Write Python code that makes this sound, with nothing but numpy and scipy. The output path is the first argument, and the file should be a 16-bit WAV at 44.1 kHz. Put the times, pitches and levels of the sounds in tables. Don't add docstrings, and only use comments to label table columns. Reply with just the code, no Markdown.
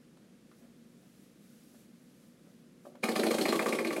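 import sys
import numpy as np
from scipy import signal
from scipy.fft import rfft, irfft, next_fast_len
from scipy.io import wavfile
from scipy.ndimage import map_coordinates

SR = 44100
rng = np.random.default_rng(int(sys.argv[2]) if len(sys.argv) > 2 else 0)


def put_to_file(sound):
    columns = np.atleast_2d(sound).T
    safe = np.clip(columns, -1, 1)
    whole_steps = np.round(safe * 32767)
    wavfile.write(sys.argv[1], SR, whole_steps.astype(np.int16))


N = 176400
T = np.arange(N) / SR

# pitch_hz, rms_db
HUM_PARTIALS = [(53.8, -90.5), (236.9, -65.5), (301.5, -90), (479.1, -77), (532.9, -78.5)]
# freq_hz, gain_db
FLOOR_SPECTRUM = [(15, -67), (25, -38), (43, -23.5), (80, -24.5), (152, -6.5), (189, -2), (241, -1.5),
                  (276, -7), (307, -8), (449, -16.5), (486, -16.5), (905, -30), (1280, -27), (1470, -27.5),
                  (11400, -37), (15800, -49)]
# freq_hz, gain_db
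HISS_SPECTRUM = [(500, -2), (2000, -1.5), (6000, 1.5), (9500, 1), (12300, 3), (14000, -9), (15800, -3.5)]
# time_s, level_db
HISS_ENVELOPE = [(0.0, -97), (0.17, -90), (0.38, -97), (0.59, -70.5), (0.7, -82.5), (1.24, -70),
                 (1.37, -78.5), (1.45, -69.5), (1.81, -67.5), (1.89, -77), (2.27, -72), (2.36, -81),
                 (2.51, -74.5), (2.77, -91), (2.87, -67), (3.0, -101)]
# start_s, knock_db, tap_db, tick_db
STEPS = [(.168, -64.5, -64, -67), (0.512, -68, -59, -81), (1.745, -59, -65, -80),
         (2.852, -48.5, -56.5, -80), (2.8677, -42.5, -80, -73), (2.922, -56, -80, -85),
         (2.951, -51.5, -55, -74)]
# freq_hz, width_hz, gain_db
TABLE_MODES = [(362, 47, -6), (590, 95, -1), (720, 27, -7), (1126, 45, -11), (2100, 220, -10)]
# freq_hz, gain_db
TAP_SPECTRUM = [(300, -2), (600, -3.5), (1200, 2), (1750, -3.5), (2200, -13), (3500, -17), (8000, -30)]
# freq_hz, gain_db
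TICK_SPECTRUM = [(1000, -34), (3000, 16), (11000, 8), (15000, -24)]
# peak_s, level_db
SCUFFS = [(.25, -72), (.65, -68), (1.05, -73), (2.482, -69.5)]
# freq_hz, gain_db
SCUFF_SPECTRUM = [(300, -12), (700, 5.5), (900, -14), (1300, -4), (5000, -26)]
# delay_s, gain
WALL_ECHOES = [(.00507, 0.43), (.0069, 0.21), (0.0108, .2), (0.0175, 0.22)]
# freq_hz, t60_s
TAIL_T60 = [(200, 0.82), (600, 0.39), (2000, 0.19), (8000, 0.47), (15000, 0.15)]
# freq_hz, gain_db
TAIL_SPECTRUM = [(200, 7), (600, -1.5), (1200, 0), (3000, -3.5), (10000, -1)]
# time_s, level_db
RUSTLE_ENVELOPE = [(3.025, -110), (3.045, -60), (3.5, -52.5), (3.82, -64), (4.0, -59)]
# freq_hz, gain_db
RUSTLE_SPECTRUM = [(2000, -6), (7500, -5), (9300, 3.5), (11500, 0.5), (13500, -1)]
# start_s, chirp_db, push_db, swish_db
BEATS = [(3.0343, -21.5, -23.5, -33.5), (3.085, -23, -25.5, -38), (3.158, -22.5, -26.5, -35.5),
         (3.2335, -21, -26.5, -35.5), (3.308, -24, -25.5, -34.5), (3.383, -25.5, -26, -37),
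         (3.454, -22.5, -25, -35.5), (3.5241, -19.5, -28.5, -35), (3.592, -20, -25, -39),
         (3.6598, -21, -27.5, -37), (3.7245, -23.5, -26.5, -38), (3.7866, -22.5, -27.5, -40),
         (3.8469, -25.5, -29.5, -41), (3.9052, -26.5, -30, -45), (3.963, -29, -31.5, -43)]
# start_s, rasp_and_zip_db, push_db, swish_db
RETURNS = [(3.1154, -31, -32, -44), (3.1911, -26, -24.5, -36), (3.2647, -30.5, -24.5, -35),
           (3.3402, -35, -26.5, -33.5), (3.412, -40, -26, -33), (3.485, -28.5, -24, -35.5),
           (3.5545, -38, -26, -35), (3.6198, -32, -28.5, -38.5), (3.685, -34, -27, -37),
           (3.7489, -37, -34.5, -38.5), (3.8078, -37.5, -30, -55), (3.8688, -32, -33, -39),
           (3.926, -57, -32.5, -39.5), (3.9779, -58, -34, -52)]
# freq_hz, gain_db
SWISH_SPECTRUM = [(300, -20), (1000, 7), (2400, 10.5), (3200, 8.5), (4300, 5), (5600, 1), (7500, 1.5),
                  (9200, 2), (11800, 2), (13500, -10), (15800, -16)]
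# freq_hz, gain_db
RASP_SPECTRUM = [(600, -31), (1500, 6), (2500, 12), (3600, -5), (4300, 8.5), (5400, -32), (9000, -38)]
# start_s, level_db
FLICKS = [(3.04, -38), (3.0905, -39), (3.121, -48), (3.163, -34.5), (3.1974, -35), (3.3153, -36),
          (3.3463, -39), (3.4126, -33), (3.421, -34), (3.4835, -35), (3.4911, -31.5), (3.6918, -35.5)]
# freq_hz, gain_db
FLICK_SPECTRUM = [(600, -25), (1500, -4), (2600, 6), (4300, 10), (5400, 4.5), (15000, -12)]
# freq_hz, width_hz, gain_db
FEATHER_MODES = [(4190, 270, -4.5), (4900, 180, -7)]
# time_s, flutter_rad
CHIRP_FLUTTER = [(3.03, 1.34), (3.42, 0.44), (3.52, 0.12), (4.0, 0.43)]
# freq_hz, gain_db
CHIRP_SPECTRUM = [(500, 0.5), (1100, -0.5), (1450, -3.5), (1900, 0), (2400, 0.5)]
# freq_hz, width_hz, gain_db
SURFACE_MODES = [(874, 12, 3), (1127, 48, 3), (2020, 74, -11), (2174, 51, -7.5), (2430, 114, 11.5)]
# freq_hz, width_hz, gain_db
AIRBORNE_MODES = [(1140, 53, 7), (2180, 78, -6)]
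# time_s, share
AIRBORNE_SHARE = [(3.4, 0), (3.52, 0.93)]
# freq_hz, gain_db
AIR_SPECTRUM = [(60, -60), (120, -35), (200, -14), (350, 5), (600, -1), (900, -9.5), (1500, -21),
                (3000, -38)]
# freq_hz, width_hz, mid_flight_db, drift_db_per_s
ROOM_MODES = [(171.5, 4, -6, 20), (229.3, 20.6, 4.5, -7), (329.4, 6.3, 7.5, 3.5), (382.3, 6.6, 3, 8),
              (416.7, 5.8, -0.5, 3), (469, 19, -1.5, -6), (528, 7.3, 3, 4), (594.6, 12, -7, 25.5),
              (641, 11, -1.5, -2), (755.6, 8, 2, -11), (869.5, 6.5, 0, 0)]


def amp(db):
    return 10 ** (np.asarray(db) / 20)


def unit(x):
    return x / np.sqrt(np.mean(x ** 2) + 1e-20)


def along(points, hz):
    f, v = np.transpose(points)
    return np.interp(np.log(hz + 1), np.log(f + 1), v)


def over_time(points):
    return np.interp(T, *np.transpose(points))


def filtered(x, response):
    size = next_fast_len(N + SR // 2)
    return irfft(rfft(x, size) * response(np.fft.rfftfreq(size, 1 / SR)), size)[:N]


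def resonances(modes, f):
    return sum(amp(db) * 1j * f * width / (hz * hz - f * f + 1j * f * width) for hz, width, db in modes)


def wobble(knots_per_s):
    return map_coordinates(rng.standard_normal(int(N * knots_per_s / SR) + 4), [T * knots_per_s])


def noise(spectrum, grain_db=0):
    grains = rng.standard_normal(N) * amp(grain_db * wobble(1200))
    return unit(filtered(grains, lambda hz: amp(along(spectrum, hz))))


def bursts(starts_s, levels_db, peak_s, rise_s, fade_s):
    out, t = np.zeros(N + SR), np.arange(-SR // 15, SR // 8) / SR
    shape = np.exp(-(np.minimum(t, 0) / rise_s) ** 2 - np.maximum(t, 0) / fade_s)
    for start_s, db in zip(starts_s, levels_db):
        out[round((start_s + peak_s + t[0]) * SR):][:len(t)] += amp(db) * shape
    return out[:N]


def sweeps(starts_s, levels_db, from_hz, to_hz, fall_s, rise_s, fade_s, flutter_rad):
    out, t = np.zeros(N + SR), np.arange(SR // 25) / SR
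    shape = np.minimum(t / rise_s, 1) * np.exp(-np.maximum(t - rise_s, 0) / fade_s)
    flutter = np.pad(flutter_rad * wobble(700), (0, SR))
    for start_s, db in zip(starts_s, levels_db):
        span = slice(round(start_s * SR), round(start_s * SR) + len(t))
        glide_s = fall_s * np.exp(0.248 * rng.standard_normal())
        glide_hz = to_hz + (from_hz - to_hz) * np.exp(-t / glide_s)
        pitch_hz = glide_hz * (1 + 0.032 * rng.standard_normal())
        out[span] += amp(db) * shape * np.sin(2 * np.pi * np.cumsum(pitch_hz) / SR + flutter[span])
    return out[:N]


def background(floor_db=-59.44):
    hum = sum(amp(db) * np.sqrt(2) * np.sin(2 * np.pi * hz * T + 0.5 * wobble(4.31))
              for hz, db in HUM_PARTIALS)
    hiss = amp(over_time(HISS_ENVELOPE)) * noise(HISS_SPECTRUM)
    return hum + hiss + amp(floor_db) * noise(FLOOR_SPECTRUM)


def feet(contact_s=0.001):
    starts_s, knock_db, tap_db, tick_db = np.transpose(STEPS)
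    blows = np.bincount(np.round(starts_s * SR).astype(int), amp(knock_db) * SR / 200, N)
    knocks = filtered(blows, lambda f: resonances(TABLE_MODES, f) * np.exp(-(f * contact_s) ** 2))
    scuffs = bursts(*np.transpose(SCUFFS), peak_s=0, rise_s=0.041, fade_s=0.027) * noise(SCUFF_SPECTRUM)
    taps = bursts(starts_s, tap_db, peak_s=0.0039, rise_s=0.0016, fade_s=0.008) * noise(TAP_SPECTRUM)
    ticks = bursts(starts_s, tick_db, peak_s=0.0041, rise_s=0.00074, fade_s=0.0046)
    return knocks + scuffs + taps + ticks * noise(TICK_SPECTRUM)


def room(x, tail_db=-2.5, onset_s=0.014, tail_count=3):
    out = filtered(x, lambda f: 1 + sum(gain * np.exp(-2j * np.pi * f * s) for s, gain in WALL_ECHOES))
    tail_index = np.searchsorted(np.transpose(BEATS)[0], T) % tail_count
    for k in range(tail_count):
        hz, t, bins = signal.stft(rng.standard_normal(SR // 2), SR, nperseg=256)
        decay = amp(-60 * t / along(TAIL_T60, hz)[:, None]) * np.minimum(t / onset_s, 1) ** 2
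        colour = amp(along(TAIL_SPECTRUM, hz))[:, None]
        tail = signal.istft(bins * decay * colour, SR, nperseg=256)[1]
        out += amp(tail_db) * signal.fftconvolve(x * (tail_index == k), tail / np.linalg.norm(tail))[:N]
    return out


def feathers(grain_db=3):
    beat_s, _, _, beat_db = np.transpose(BEATS)
    return_s, rasp_db, _, return_db = np.transpose(RETURNS)
    flicks = bursts(*np.transpose(FLICKS), peak_s=0.0008, rise_s=0.00069, fade_s=0.0018)
    flicks *= noise(FLICK_SPECTRUM)
    rustle = amp(over_time(RUSTLE_ENVELOPE)) * noise(RUSTLE_SPECTRUM, grain_db)
    swish_db = np.r_[beat_db - 1.5, return_db - 4]
    swish = bursts(np.r_[beat_s, return_s], swish_db, peak_s=0.0071, rise_s=0.0085, fade_s=0.006)
    swish *= noise(SWISH_SPECTRUM, grain_db)
    rasp = bursts(return_s, rasp_db - 13.5, peak_s=0.0081, rise_s=0.0073, fade_s=0.0034)
    rasp *= noise(RASP_SPECTRUM, grain_db)
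    return filtered(swish + rasp + flicks + rustle, lambda f: 1 + resonances(FEATHER_MODES, f))


def chirps(top_hz=2584):
    starts_s, chirp_db, _, _ = np.transpose(BEATS)
    chirp = sweeps(starts_s, chirp_db - 5.5, from_hz=2800, to_hz=470, fall_s=0.005193,
                   rise_s=0.002, fade_s=0.0046, flutter_rad=over_time(CHIRP_FLUTTER))
    chirp = filtered(chirp, lambda f: amp(along(CHIRP_SPECTRUM, f)) / (1 + (f / top_hz) ** 20))
    airborne_ring = filtered(chirp * over_time(AIRBORNE_SHARE), lambda f: resonances(AIRBORNE_MODES, f))
    return filtered(chirp, lambda f: 1 + resonances(SURFACE_MODES, f)) + airborne_ring


def air_puffs():
    beat_s, _, beat_db, _ = np.transpose(BEATS)
    return_s, _, return_db, _ = np.transpose(RETURNS)
    puff_db = np.r_[beat_db - 6, return_db - 4.5]
    envelope = bursts(np.r_[beat_s, return_s], puff_db, peak_s=0.0049, rise_s=0.0063, fade_s=0.006)
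    return envelope * noise(AIR_SPECTRUM)


def boom(puffs, push_delay_s=0.004776, push_width_s=0.0011, drive_db=4, mid_flight_s=3.5):
    pushes = np.zeros(N + SR)
    for start_s, _, push_db, _ in list(BEATS) + list(RETURNS):
        pushes[round((start_s + push_delay_s) * SR)] = amp(push_db) * SR / 400
    pulses = filtered(pushes[:N], lambda f: np.exp(-(f * push_width_s) ** 2))
    drive = amp(drive_db) * (pulses + puffs)
    from_mid_s = np.clip(T - mid_flight_s, -0.5, 0.5)
    return sum(signal.lfilter(*signal.iirpeak(hz, hz / width, SR), drive * amp(db + drift * from_mid_s))
               for hz, width, db, drift in ROOM_MODES)


def zips():
    starts_s, zip_db, _, _ = np.transpose(RETURNS)
    return sweeps(starts_s, zip_db - 10, from_hz=4963, to_hz=2224, fall_s=0.011,
                  rise_s=0.0025, fade_s=0.0078, flutter_rad=0.55)


def scene(puff_gain_db=-1.5, feet_room_db=-6.5, feet_dry_db=-5, low_cut_hz=183):
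    puffs, steps = air_puffs(), feet()
    wings = feathers() + chirps() + zips() + amp(puff_gain_db) * puffs
    bird = room(wings + amp(feet_room_db) * steps) + amp(feet_dry_db) * steps + boom(puffs)
    low_cut = signal.butter(5, low_cut_hz, btype="high", fs=SR, output="sos")
    return (signal.sosfilt(low_cut, bird) + background())[None]


def record(dry, top_hz=15800):
    return filtered(dry[0], lambda hz: hz < top_hz)[None]


dry = scene()
out = record(dry)
put_to_file(out)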